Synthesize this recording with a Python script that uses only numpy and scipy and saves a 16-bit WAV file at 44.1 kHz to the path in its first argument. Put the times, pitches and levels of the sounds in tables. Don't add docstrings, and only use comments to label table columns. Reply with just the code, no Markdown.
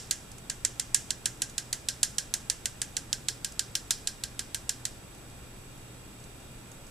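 import sys
import numpy as np
from scipy import signal
from scipy.io import wavfile

SR = 44100
rng = np.random.default_rng(int(sys.argv[2]) if len(sys.argv) > 2 else 0)


def wav_out(sig):
    wavfile.write(sys.argv[1], SR, np.round(np.clip(np.atleast_2d(sig).T, -1, 1) * 32767).astype(np.int16))


def invert_db(x):
    u = np.asarray(x, float) / 20
    return 10 ** u


N = 304443
LEAD = 4410

# start_s, level_db (peak), flatness_db (lift of the middle pitches)
TAPS = [(0.1098, -7, -3), (0.4981, -13.5, -3), (0.649, -8, -5), (0.7965, -11.5, -2.5), (0.9452, -3, -5),
        (1.1056, -14, -0.5), (1.257, -9, -4), (1.4194, -10, -3.5), (1.58, -13, 1.1), (1.728, -11.5, -1),
        (1.8863, -10.5, 2), (2.0307, -5.5, -0.5), (2.183, -10.5, 0.4), (2.3391, -9.5, -3),
        (2.4993, -10.5, -1), (2.6567, -12.5, -2.5), (2.8171, -12.5, -3.5), (2.9675, -13, -1.8),
        (3.1288, -13, 1.5), (3.2852, -12.5, 4), (3.446, -14, 1), (3.5935, -12, 2.5), (3.7531, -11.5, 2),
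        (3.9073, -7, 2.5), (4.0726, -13, 3), (4.2369, -17.5, 4), (4.3927, -16, 3), (4.5456, -14, -1.5),
        (4.6931, -12, 0.7), (4.853, -15, 1.5)]
# level_db, flatness_db
EARLIER_TAP = (-5.5, 0.55)
COLOUR_HZ = [840, 1500, 2600, 4200, 7200, 11500]
# thud_db, low_body_db, shoulder_db, middle_db, upper_db, top_db
TAP_COLOUR = (-24, -23, -21, -15.5, -11.5, -22.5)
# time_s, thud_db, top_db
GRIP = [
    (0, 0, -1.5),
    (.6, 3.5, -3),
    (1.8, 2.5, 0.5),
    (2.5, 2, 0.5),
    (3.2, 1, 1.5),
    (3.9, -22, 1.5),
    (4.9, 9, 2.5),
]
# time_s, level_db (wall echo over straight sound)
FACING = [
    (0, 0),
    (.6, 2),
    (1.1, 2),
    (1.7, 1),
    (2, 0),
    (2.6, -2),
    (3.3, -1),
    (3.6, 1),
    (4.1, 0),
    (4.9, -2),
]
# pitch_hz, level_db, t60_s (time to fall 60 dB)
JAR_RINGS = [(840, -18, 0.0145), (1623, -22, 0.097), (1733, -25.5, 0.091), (1572, -14, 0.084),
             (1987, -8, 0.019), (2157, -25, 0.041), (1510, -12.5, 0.025), (1878, -8, 0.015),
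             (2546, -3.5, 0.0076), (3150, -5.5, 0.011), (3210, 1, 0.008), (4120, 4.5, 0.0034),
             (4650, 1, 0.004), (5390, 0, 0.0032), (6280, -5.5, 0.0046), (6980, -5.5, 0.0058),
             (7780, -5, 0.0091), (8710, 1, 0.0055), (9540, -6.5, 0.0076), (10670, -4.5, 0.0072),
             (11380, -1.5, 0.0061), (12870, -5.5, 0.0076), (13900, -42.5, 0.002)]
# pitch_hz, width_hz, level_db
ALL_ROUND = [(1980, 750, 13.5), (3020, 740, 18), (4740, 2150, 15), (5780, 1000, 17.5), (7400, 1430, 13),
             (9720, 1900, 19), (11600, 2400, 17.5)]
# pitch_hz, width_hz, level_db
STRAIGHT = [
    [(2650, 400, -6), (11500, 5000, 3)],
    [(2650, 400, -6), (4700, 2000, 3), (7600, 1800, 8), (12200, 4500, -13)],
]
# pitch_hz, width_hz, level_db
OFF_WALL = [
    [(2200, 250, -6), (3600, 1300, -6), (6100, 400, -7), (7000, 700, 2), (8400, 600, -5), (9400, 700, 9),
     (11800, 3000, 3), (14800, 1500, -9)],
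    [(2200, 250, -6), (3300, 900, -7), (6100, 300, -6), (7400, 1500, 11), (8500, 600, -11),
     (13000, 5000, -16)],
]
# pitch_hz, width_hz, level_db
DIFFUSE = [
    [(3670, 960, -0.5), (12700, 2200, -3)],
    [(3800, 3400, -0.5), (7200, 2200, 6), (11800, 7100, -22)],
]
# pitch_hz, width_hz, level_db
ROOM_DIP = [(1960, 160, -6), (1500, 200, -6)]
WALL_MS = [2.25, 2.27]
# delay_ms, left_db, right_db
ECHOES = [
    (3.9, -15, -13),
    (8.9, -16, -14),
    (9.9, -19, -22),
    (13.0, -24, -26),
    (18.5, -18, -21),
]
# pitch_hz, t60_s
ROOM_T60 = [(700, 0.043), (1850, 0.056), (4880, 0.21), (12900, 0.13)]
# pitch_hz, likeness (1 = the same)
ROOM_LIKENESS = [(600, 0.9), (2500, 1), (5000, 0.98), (9000, 0.07)]
# pitch_hz, level_db (per Hz)
HISS = [(14, -0.5), (30, -2), (60, -5), (100, -7), (200, -9), (400, -13.5), (800, -19), (1500, -22),
        (3000, -26.5), (5500, -29), (8000, -27), (11000, -31.5), (14500, -32)]
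# pitch_hz, likeness (1 = the same)
HISS_LIKENESS = [(60, 0.94), (130, 0.84), (290, 0.78), (640, 0.39), (1410, 0.4), (3100, -0.14),
                 (6820, 0.056), (15000, 0.0078)]
# pitch_hz, level_db (left over right)
HISS_LEANING = [(300, 0), (1500, -0.5), (2800, -2.5), (4500, 1.5), (7500, -4), (10000, 1), (14000, -1)]
# pitch_hz, width_hz, left_db, right_db
MOTOR = [(121.8, 28, -63.5, -62.5), (30, 35, -63, -65), (801, 46, -67.5, -81), (1384, 154, -72.5, -67.5),
         (2432, 150, -65, -74.5), (2787, 160, -65, -93), (3290, 160, -68, -76), (3700, 240, -69, -70.5),
         (4800, 510, -96, -70.5)]
# sideband (steps of the frame rate), left_db, right_db
WHINE = [(-5, -92, -85), (-3, -84, -76), (-1, -79, -60), (0, -68, -70), (1, -80, -59), (3, -89, -70),
         (5, -92, -77), (7, -94, -80)]
# start_s, level_db (peak)
SHIFTS = [(0.314, -36.5), (0.38, -35), (1.4947, -36.5), (3.519, -36), (5.145, -44), (5.2974, -45),
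          (5.6194, -49), (5.7744, -49), (6.1994, -48), (6.238, -42), (6.3994, -49), (6.5594, -56),
          (6.6694, -49), (6.714, -40.5), (6.865, -44)]


def at_hz(points, hz):
    pitch_hz, value = np.array(points).T
    return np.interp(np.log(hz), np.log(pitch_hz), value)


def rms_one(x):
    return x / np.sqrt(np.mean(x ** 2))


def ring(clicks, hz, t60):
    r = invert_db(-60 / (t60 * SR))
    w = 2 * np.pi * hz / SR
    return signal.lfilter([0, np.sin(w)], [1, -2 * r * np.cos(w), r * r], clicks + 1e-18)


def resonance(x, hz, width_hz):
    r = np.exp(-np.pi * width_hz / SR)
    w = 2 * np.pi * hz / SR
    return signal.lfilter([(1 - r * r) / 2, 0, (r * r - 1) / 2], [1, -2 * r * np.cos(w), r * r], x)


def coloured(x, peaks):
    for hz, width_hz, db in peaks:
        x = x + (invert_db(db) - 1) * resonance(x, hz, width_hz)
    return x


def bands(size, likeness):
    white = rng.standard_normal((2, 2, size))
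    edges = 14 * 2 ** np.arange(0, 10.4, 1 / 3)
    for k, (low, high) in enumerate(zip(edges, edges[1:])):
        band_pass = signal.butter(2, [low, high], "band", fs=SR, output="sos")
        mid, side = signal.sosfilt(band_pass, white[k % 2])
        centre = np.sqrt(low * high)
        alike = np.clip(at_hz(likeness, centre), -1, 1)
        yield centre, np.sqrt(1 + alike) * mid + np.sqrt(1 - alike) * side * [[1], [-1]]


def quiet_cut(x):
    return signal.sosfilt(signal.ellip(10, .3, 70, 14200, fs=SR, output="sos"), x)


def tap_colours(taps):
    s, peak_db, flat_db = taps.T
    lag_db = 0.55 * (-11.5 - peak_db)
    at_s, thud_db, top_db = np.transpose(GRIP)
    thud_lift = np.interp(s, at_s, thud_db)
    top_lift = np.interp(s, at_s, top_db)
    return np.transpose([thud_lift, lag_db, lag_db / 2, flat_db, 0 * s, top_lift]) + TAP_COLOUR


def jar():
    contact_s, scatter_db = .00004, 1.3
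    rung = 240000
    taps = np.array([(-.045, *EARLIER_TAP)] + list(TAPS))
    at = np.round(taps[:, 0] * SR).astype(int) + LEAD
    out = np.zeros((3, N + LEAD))
    wall_db = np.interp(taps[:, 0], *np.transpose(FACING))
    colours = tap_colours(taps)
    scatter = rng.standard_normal((len(taps), 3, len(JAR_RINGS)))

    def strength_db(hz):
        return taps[:, 1] + [np.interp(np.log(hz), np.log(COLOUR_HZ), colour) for colour in colours]

    for k, (hz, db, t60) in enumerate(JAR_RINGS):
        late = at + np.round(np.abs(scatter[:, 2, k]) * contact_s * SR).astype(int)
        level_db = strength_db(hz) + db
        clicks = np.zeros((2 + (t60 > .015), rung))
        clicks[0, late] = invert_db(level_db + scatter_db * scatter[:, 0, k] - wall_db / 2)
        clicks[1, late] = invert_db(level_db + scatter_db * scatter[:, 1, k] + wall_db / 2)
        clicks[2:, at] = invert_db(level_db)
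        out[:len(clicks), :rung] += (-1) ** k * ring(clicks, hz, t60)
    for k, (hz, width_hz, db) in enumerate(ALL_ROUND):
        clicks = np.full(rung, 1e-18)
        clicks[at] = invert_db(strength_db(hz) + db)
        out[2, :rung] += (-1) ** k * resonance(clicks, hz, width_hz)
    return invert_db(5) * signal.sosfilt(signal.butter(2, 750, "high", fs=SR, output="sos"), out)


def kitchen():
    t = np.arange(round(.4 * SR)) / SR
    tail = 0
    for hz, band in bands(len(t), ROOM_LIKENESS):
        early = invert_db(-25 - 60 * t / 0.081)
        main = invert_db(-32.5 - 60 * t / at_hz(ROOM_T60, hz))
        late = invert_db(-40.5 - 60 * t / 0.6)
        tail = tail + band * (early + main + late)
    tail = tail * np.clip(t / 0.0025, 0, 1)
    for ms, left_db, right_db in ECHOES:
        tail[:, round(ms * SR / 1000)] += invert_db(np.array([left_db, right_db]))
    return quiet_cut(tail)


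def background():
    hiss = 0
    for hz, band in bands(N + SR, HISS_LIKENESS):
        lean_db = at_hz(HISS_LEANING, hz) * np.array([[.5], [-.5]])
        hiss = hiss + invert_db(at_hz(HISS, hz) + lean_db) * band[:, SR:]
    out = invert_db(-48) * rms_one(hiss)
    for hz, width_hz, left_db, right_db in MOTOR:
        hum = resonance(rng.standard_normal(N + SR), hz, width_hz)
        hum = resonance(hum, hz, width_hz)[SR:]
        out += invert_db(np.array([[left_db], [right_db]])) * rms_one(hum)
    return out


def mains_hum():
    return np.sqrt(2) * invert_db(-56.5) * np.sin(2 * np.pi * 120 * np.arange(N) / SR)


def whine():
    line_hz, frame_hz, flip_s = 7867.13, 29.97, .0012
    steady_turn, port_turn = 2.6, 2.75
    t, out = np.arange(N) / SR, 0
    for order, left_db, right_db in WHINE:
        turn = 2 * np.pi * (line_hz * t + order * frame_hz * (t - flip_s))
        turn += np.sign(order) * np.pi / 2 if order else steady_turn
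        level = np.sqrt(2) * invert_db(np.array([[left_db], [right_db]]))
        out = out + level * np.cos(turn + [[port_turn], [0]])
    return out


def powder():
    pushes = np.zeros(N + LEAD)
    pushes[[round(s * SR) + LEAD for s, db in SHIFTS]] = invert_db(np.array(SHIFTS)[:, 1] - 39.5)
    rush = signal.oaconvolve(pushes, signal.windows.hann(round(.005 * SR)))[:N + LEAD]
    grains = rng.standard_normal(N + LEAD) * (rng.random(N + LEAD) < .7) * rush
    grains = resonance(grains, 8200, 7100) * invert_db(40.5)
    bright = resonance(grains, 7300, 1800)
    bright = bright - .8 * resonance(grains, 4000, 4000) - .6 * resonance(grains, 9800, 3000)
    return quiet_cut(bright)


def scene():
    powder_db = np.array([[0], [0], [-8]])
    front, back, round_about = jar() + powder() * invert_db(powder_db)
    place = np.repeat(rng.uniform(0, 2 * np.pi, N // 3000 + 3), 3000)[:N + LEAD]
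    room_a, room_b = kitchen(), kitchen()
    out = np.zeros((2, N + LEAD))
    for port in range(2):
        out[port] = coloured(front, STRAIGHT[port])
        wall_echo = np.roll(back, round(WALL_MS[port] * SR / 1000))
        out[port] += coloured(wall_echo, OFF_WALL[port])
        wet = signal.oaconvolve(round_about * np.cos(place), room_a[port])
        wet += signal.oaconvolve(round_about * np.sin(place), room_b[port])
        out[port] += coloured(wet[:N + LEAD], DIFFUSE[port] + ROOM_DIP)
    return out[:, LEAD:] + quiet_cut(background()) + mains_hum() + whine()


def top_cut(x):
    return signal.sosfilt(signal.butter(12, 16500, fs=SR, output="sos"), x)


def record(dry):
    top = 1.6
    rounded = top * np.tanh(dry / top)
    mix = signal.sosfilt(signal.butter(10, 14700, fs=SR, output="sos"), rounded)
    return top_cut(mix)


dry = scene()
out = record(dry)
wav_out(out)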